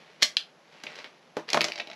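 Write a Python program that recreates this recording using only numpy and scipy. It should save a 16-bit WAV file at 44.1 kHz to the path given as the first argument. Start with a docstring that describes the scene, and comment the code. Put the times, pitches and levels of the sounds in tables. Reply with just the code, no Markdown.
"""Glasses and their case at a desk

In a small, quiet room a hard plastic case snaps and its catch clicks. Things are put down on a
wooden desk with a few hollow knocks, and the frame of the glasses rattles and ticks as it is lifted.
Each hit is a quickly fading noise plus ringing tones. Sliding fingers add a soft rustle."""
import sys
import numpy as np
from scipy import signal
from scipy.fft import rfft
from scipy.io import wavfile
from scipy.ndimage import uniform_filter1d

SR = 44100
rng = np.random.default_rng(int(sys.argv[2]) if len(sys.argv) > 2 else 0)


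def transcribe(u):
    """Save the signal u as a 16-bit wav file named by the first command-line argument.

    u: samples, shape (n,) or (channels, n), limited to [-1, 1]; the rate is SR.
    q: integer samples, one column per channel.
    """
    v = np.clip(np.atleast_2d(u).T, -1, 1)
    q = np.round(v * 32767).astype(np.int16)
    wavfile.write(sys.argv[1], SR, q)


N = 85995
SIZE = 16384  # samples in one hit
HZ = np.maximum(np.fft.rfftfreq(SIZE, 1 / SR), 1)  # the pitches at which filters are set
AGE = np.arange(SIZE) / SR  # seconds since a hit
KNOCK_FADE_S = 0.021  # a fade time is how long a sound takes to drop by 60 dB

# The tones of the wooden desk. Each row: pitch in Hz, level in dB, fade time in seconds.
DESK_TONES = [(158.6, -9, 0.33), (229.6, -6, 0.26), (333.5, -3.5, .28), (551, -11, 0.19), (604.6, 5.5, 0.2),
              (676, -3.5, 0.22), (836.6, 0, .17), (873, -1.5, .14), (1025, -8.5, .14)]


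def case_snap():
    """The case snaps shut in a quick run of hits that make its shell ring."""
    # Each row: start in seconds, level in dB, pitch in Hz, ringing in dB relative to the hit.
    snaps = [(0.212, -46, 3230, -15.5), (0.2189, -32, 3630, -11), (0.2227, -17, 3030, -16),
             (0.2239, -14, 3480, -15), (0.2253, -14, 2320, -14), (0.2289, -9.5, 4100, -4),
             (0.235, -23, 6500, -10)]
    # The tones of the shell. Each row: pitch in Hz, level in dB, fade time in seconds.
    shell_tones = [(1790, -13.5, .07), (2950, -4.5, 0.1), (3060, -10, .12), (3420, -15, 0.095),
                   (3700, -6, 0.06), (4250, 0.5, 0.084), (4451, -2, .08)]
    hits, shell = np.zeros((2, N))
    for (start, db, hz, ring_db), noise in zip(snaps, rng.standard_normal((len(snaps), 3, SIZE))):
        hit = plastic_hit(noise, hump(hz, octaves=.55), fade_s=.019, crack_db=-20, thud_db=-28)
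        add(hits, start, amp(db) * hit)
        add(shell, start, amp(db + ring_db) * ring(shell_tones, np.sign(noise[2])))
    return in_room(hits, echo_db=-6.5) + shell


def catch_click():
    """The catch makes one hard click and bounces straight back for a softer one."""
    # The tones of the catch. Each row: pitch in Hz, level in dB, fade time in seconds.
    catch_tones = [(1813, -20.5, 0.022), (2300, -16.5, 0.025), (2920, -0.5, 0.016), (3250, 2.5, 0.0058),
                   (3940, -1, 0.014), (4770, -2.5, .008), (6550, -14, 0.0072), (7260, -11.5, 0.0035),
                   (10700, -10, 0.0015)]
    start, bounce_s, db = .3686, .00118, -13
    out = np.zeros(N)
    crack = burst(rng.standard_normal(SIZE), fade_s=.0072, gain=hump(2420, octaves=.87))
    click = ring(catch_tones, signs=(-1) ** np.arange(len(catch_tones)))
    add(out, start, amp(db) * (click + amp(-15) * crack))
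    add(out, start + bounce_s, amp(db - 3) * click)
    return in_room(out, echo_db=-7)


def glasses_rattle():
    """Each touch ticks at its own pitch and makes the hinges and the plastic frame ring."""
    # Each row: start in seconds, level in dB, pitch in Hz, width in octaves,
    # then hinge, crack and thud, each in dB relative to the tick.
    ticks = [(0.8364, -33, 2350, 0.93, -13, -18.5, -8), (0.8672, -31, 2290, 0.27, -16.5, -37, -12.5),
             (.9560, -41.5, 3000, .7, 1, -20, -15), (0.9876, -38, 2260, 0.67, -3, -27, -12),
             (1.0437, -35, 2020, 0.53, -22, -26, -16), (1.4894, -30, 2160, .55, 0, -24, -32),
             (1.5025, -26, 4680, 0.53, 4, -16, -43), (1.5318, -16.5, 4100, 0.55, -22, -33, -11),
             (1.6080, -17, 2700, 0.26, -1.5, -21, -13), (1.6153, -18.5, 2300, 0.66, -13, -9.5, -16.5),
             (1.6429, -19.5, 4830, 0.4, -13, -19, -10.5), (1.649, -24.5, 4260, 0.54, -12, -37, -8),
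             (1.684, -29.5, 2870, 0.57, -10, -24, -8), (1.7005, -41.5, 2400, 0.96, -2.5, -10, -1.5),
             (1.7201, -27.5, 2480, 0.19, -6, -25.5, -24), (1.7345, -41, 2550, 0.76, -3, -20, -12),
             (1.7575, -34, 3120, 0.58, 3, -39, -14), (1.7785, -34.5, 2600, .55, -12, -37, -17),
             (1.7860, -37.5, 2660, 0.77, 5, -34, -16), (1.7988, -28, 2510, 0.27, -10, -32, -16.5),
             (1.8020, -28, 2720, 0.44, -20, -31, -14), (1.8165, -47.5, 2310, 0.25, -9, -14, 1),
             (1.8720, -39, 3300, 0.34, -14, -20, -6.5), (1.9, -39, 2700, 0.53, -21, -32, -7),
             (1.9143, -37.5, 2440, 0.47, -18, -26, -16), (1.9310, -41.5, 2700, 0.55, -21, -28, -15)]
    # The tones of the frame. Each row: pitch in Hz, level in dB, fade time in seconds.
    frame_tones = [(1925, -7, 0.054), (2050, -2.5, 0.027), (2243, -0.5, 0.047), (2456, -2.5, 0.039),
                   (2890, -9.5, 0.039), (3600, -9, 0.029), (3977, -9, 0.076)]
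    out = np.zeros(N)
    for row, noise in zip(ticks, rng.standard_normal((len(ticks), 4, SIZE))):
        start, db, hz, octaves, hinge_db, crack_db, thud_db = row
        hinge = amp(hinge_db) * hump(4640, octaves=.13)
        body = np.hypot(hump(hz, octaves), hinge)
        fade_s = .01 + .0008 * max(-22 - db, 0)  # touches lighter than -22 dB chatter for longer
        tick = plastic_hit(noise, body, fade_s, crack_db, thud_db)
        frame = amp(-6.5) * ring(frame_tones, np.sign(noise[3]))
        add(out, start, amp(db) * (tick + frame))
    return in_room(out, echo_db=-7)


def plastic_hit(noise, body, fade_s, crack_db, thud_db):
    """Plastic meets plastic: a bright click with a sharp crack, and a thud passed on to the desk."""
    click = burst(noise[0], fade_s, np.hypot(body, amp(crack_db)), smoothing=420)
    thud = burst(noise[1], KNOCK_FADE_S, hump(595, octaves=.62))
    wood = amp(-2) * ring(DESK_TONES, np.sign(noise[2]))
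    return click + amp(thud_db) * (thud + wood)


def desk_knocks():
    """Things land with dull knocks that leave the desk ringing."""
    # Each row: start in seconds, level in dB, pitch in Hz, slope above that pitch in dB per octave,
    # then ringing and room echo, both in dB relative to the knock.
    knocks = [(1.3682, -23.5, 402, -7, -7.5, -2), (1.5452, -14.5, 800, -7, -3.5, -4.5),
              (1.5728, -13.5, 787, -9.5, -13.5, -15)]
    bass_db_per_octave = 11
    out = np.zeros(N)
    for row, noise in zip(knocks, rng.standard_normal((len(knocks), 2, SIZE))):
        start, db, hz, slope_db, ring_db, echo_db = row
        octave = np.log2(HZ / hz)
        gain = amp(np.minimum(bass_db_per_octave * octave, slope_db * octave))
        knock = burst(noise[0], KNOCK_FADE_S, gain, smoothing=90)
        wood = amp(ring_db) * ring(DESK_TONES, np.sign(noise[1]))
        add(out, start, amp(db) * (in_room(knock, echo_db) + wood))
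    return out


def hollow_case():
    """Fingers moving on the case keep the air inside it ringing softly."""
    # How loud it rings. Each row: time in seconds, level in dB.
    loudness = [(0, -94), (1.5, -85), (1.56, -45), (1.68, -47), (1.75, -54), (1.80, -39), (1.85, -54.5),
                (1.88, -47), (1.95, -50)]
    # The tones of the air inside. Each row: pitch in Hz, width in Hz, level in dB.
    air_tones = [(605, 34, 0.5), (689, 41, -1.5), (840, 58, -6)]
    gain = sum(amp(db) / (1 + (2 * (HZ - hz) / width) ** 2) for hz, width, db in air_tones)
    return level_curve(loudness) * normalize(colour(rng.standard_normal(N), gain))


def finger_rubbing():
    """Fingers and cloth slide over the plastic in a dense stream of tiny slips."""
    # How loud the rubbing is. Each row: time in seconds, level in dB.
    loudness = [(0, -54), (.19, -58), (0.209, -47.5), (.30, -59.5), (.60, -67), (0.701, -58), (.73, -52.5),
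                (.83, -53), (.88, -45.5), (1.0, -44.5), (1.06, -47.5), (1.12, -59.5), (1.249, -62.5),
                (1.345, -63.5), (1.363, -54), (1.39, -66), (1.476, -58), (1.481, -40.5), (1.52, -40),
                (1.59, -39), (1.66, -40.5), (1.73, -52), (1.95, -54.5)]
    # Its mix of low and high sound. Each row: pitch in Hz, level in dB.
    tone = [(100, -26), (350, 1.5), (700, 1.5), (1200, 0), (2300, 3.5), (4500, -4), (6500, -13.5),
            (8500, -13), (11000, -23), (14000, -23)]
    slips_per_s, spread_db = 3500, -3
    slips = rng.standard_normal(N) * amp(spread_db * np.minimum(rng.exponential(1, N), 4))
    slips *= rng.random(N) < slips_per_s / SR
    rustle = normalize(colour(slips, amp(at_pitch(tone, HZ))))
    return in_room(level_curve(loudness) * rustle, echo_db=-6)


def room_air():
    """The still room gives a faint, steady hush."""
    # Its mix of low and high sound. 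Each row: pitch in Hz, level in dB.
    tone = [(25, -5), (45, -14), (80, -8), (125, -4.5), (158, 4), (200, -0.5), (300, -1.5), (600, 3.5),
            (1000, -1.5), (2000, -7.5), (4000, -13), (6500, -14), (8500, -19), (11000, -16), (14000, -30)]
    hush = colour(rng.standard_normal(N + SIZE), amp(at_pitch(tone, HZ)))[SIZE:]
    return amp(-57) * normalize(hush)


def in_room(x, echo_db):
    """Adds the many quick echoes of a small room."""
    # How long the echoes last. Each row: pitch in Hz, fade time in seconds.
    fade_times = [(150, 0.12), (500, 0.1), (1400, 0.24), (3500, 0.17), (10000, .19)]
    rise_s = .0023
    echoes = rng.choice([-1., 1.], SIZE) * (rng.random(SIZE) < 1 / 10)
    hz, t, bands = signal.stft(echoes, SR, nperseg=256)
    fade = amp(-60 * t / at_pitch(fade_times, hz)[:, None])
    tail = signal.istft(bands * fade, SR, nperseg=256)[1][:SIZE]
    tail *= 1 - np.exp(-(AGE / rise_s) ** 2)
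    power = uniform_filter1d(abs(rfft(tail)) ** 2, size=90)
    tail = colour(tail, 1 / np.sqrt(power))  # even out lows and highs
    return x + amp(echo_db) * signal.fftconvolve(x, tail)[:len(x)]


def burst(noise, fade_s, gain, smoothing=200):
    """Many short, crowded tones blur into a fading noise, evened out and then shaped by gain."""
    x = noise * amp(-60 * AGE / fade_s)
    power = abs(uniform_filter1d(abs(rfft(x)) ** 2, smoothing))
    return normalize_hit(colour(x, gain / np.sqrt(power + 1e-12)))


def ring(tones, signs):
    """A struck object sounds all its tones at once, each fading at its own speed."""
    return normalize_hit(sum(sign * amp(db - 60 * AGE / fade_s) * np.sin(2 * np.pi * hz * AGE)
                             for (hz, db, fade_s), sign in zip(tones, signs)))


def hump(hz, octaves):
    """A bell-shaped gain curve around one pitch."""
    return np.exp(-(np.log2(HZ / hz) / octaves / 2) ** 2)


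def colour(x, gain):
    """Turns each pitch in HZ up or down by its gain, with no sound ahead of a hit."""
    log_gain = np.log(np.maximum(gain / gain.max(), 1e-5))
    mirrored = np.r_[log_gain, log_gain[-2:0:-1]]
    taps = np.fft.ifft(np.exp(np.conj(signal.hilbert(mirrored)))).real
    return gain.max() * signal.fftconvolve(x, taps[:SIZE // 4])[:len(x)]


def amp(db):
    """Turns decibels into a gain to multiply by."""
    return 10 ** (np.asarray(db) / 20)


def at_pitch(points, hz):
    """Looks up values between the rows of a table of pitches."""
    pitches, values = np.transpose(points)
    return np.interp(np.log(hz + 1), np.log(pitches), values)


def level_curve(points):
    """Joins rows of time and dB into a gain for every sample."""
    return amp(np.interp(np.arange(N) / SR, *np.transpose(points)))


def normalize(x):
    """Scales a sound to an average power of 1."""
    return x / np.sqrt(np.mean(x ** 2) + 1e-20)


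def normalize_hit(x):
    """Gives a hit the energy of 0.005 seconds of sound at power 1."""
    return x * np.sqrt(.005 * SR / (np.sum(x ** 2) + 1e-20))


def add(mix, start, sound):
    """Mixes a sound in at a start time in seconds."""
    part = mix[round(start * SR):][:len(sound)]
    part += sound[:len(part)]


def scene():
    """All the sounds together, the same on the left and right."""
    hits = case_snap() + catch_click() + glasses_rattle() + desk_knocks()
    mono = hits + hollow_case() + finger_rubbing() + room_air()
    return np.array([mono, mono])


def record(dry):
    """The microphone softens the deep bass and high treble, and the very top is cut off."""
    # What the microphone picks up. Each row: pitch in Hz, gain in dB.
    microphone = [(40, -19), (105, -10.5), (155, 0.5), (1000, -3), (6000, -3), (8000, -13), (9200, -20.5),
                  (10000, -13.5), (11000, -9), (12200, -17), (13800, -19.5), (14500, -28.5)]
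    top_hz = 14300
    heard = np.array([colour(side, amp(at_pitch(microphone, HZ))) for side in dry])
    treble_cut = signal.firwin(255, top_hz, window=("kaiser", 9), fs=SR)
    return signal.oaconvolve(heard, treble_cut[None], "same")


dry = scene()
out = record(dry)
transcribe(out)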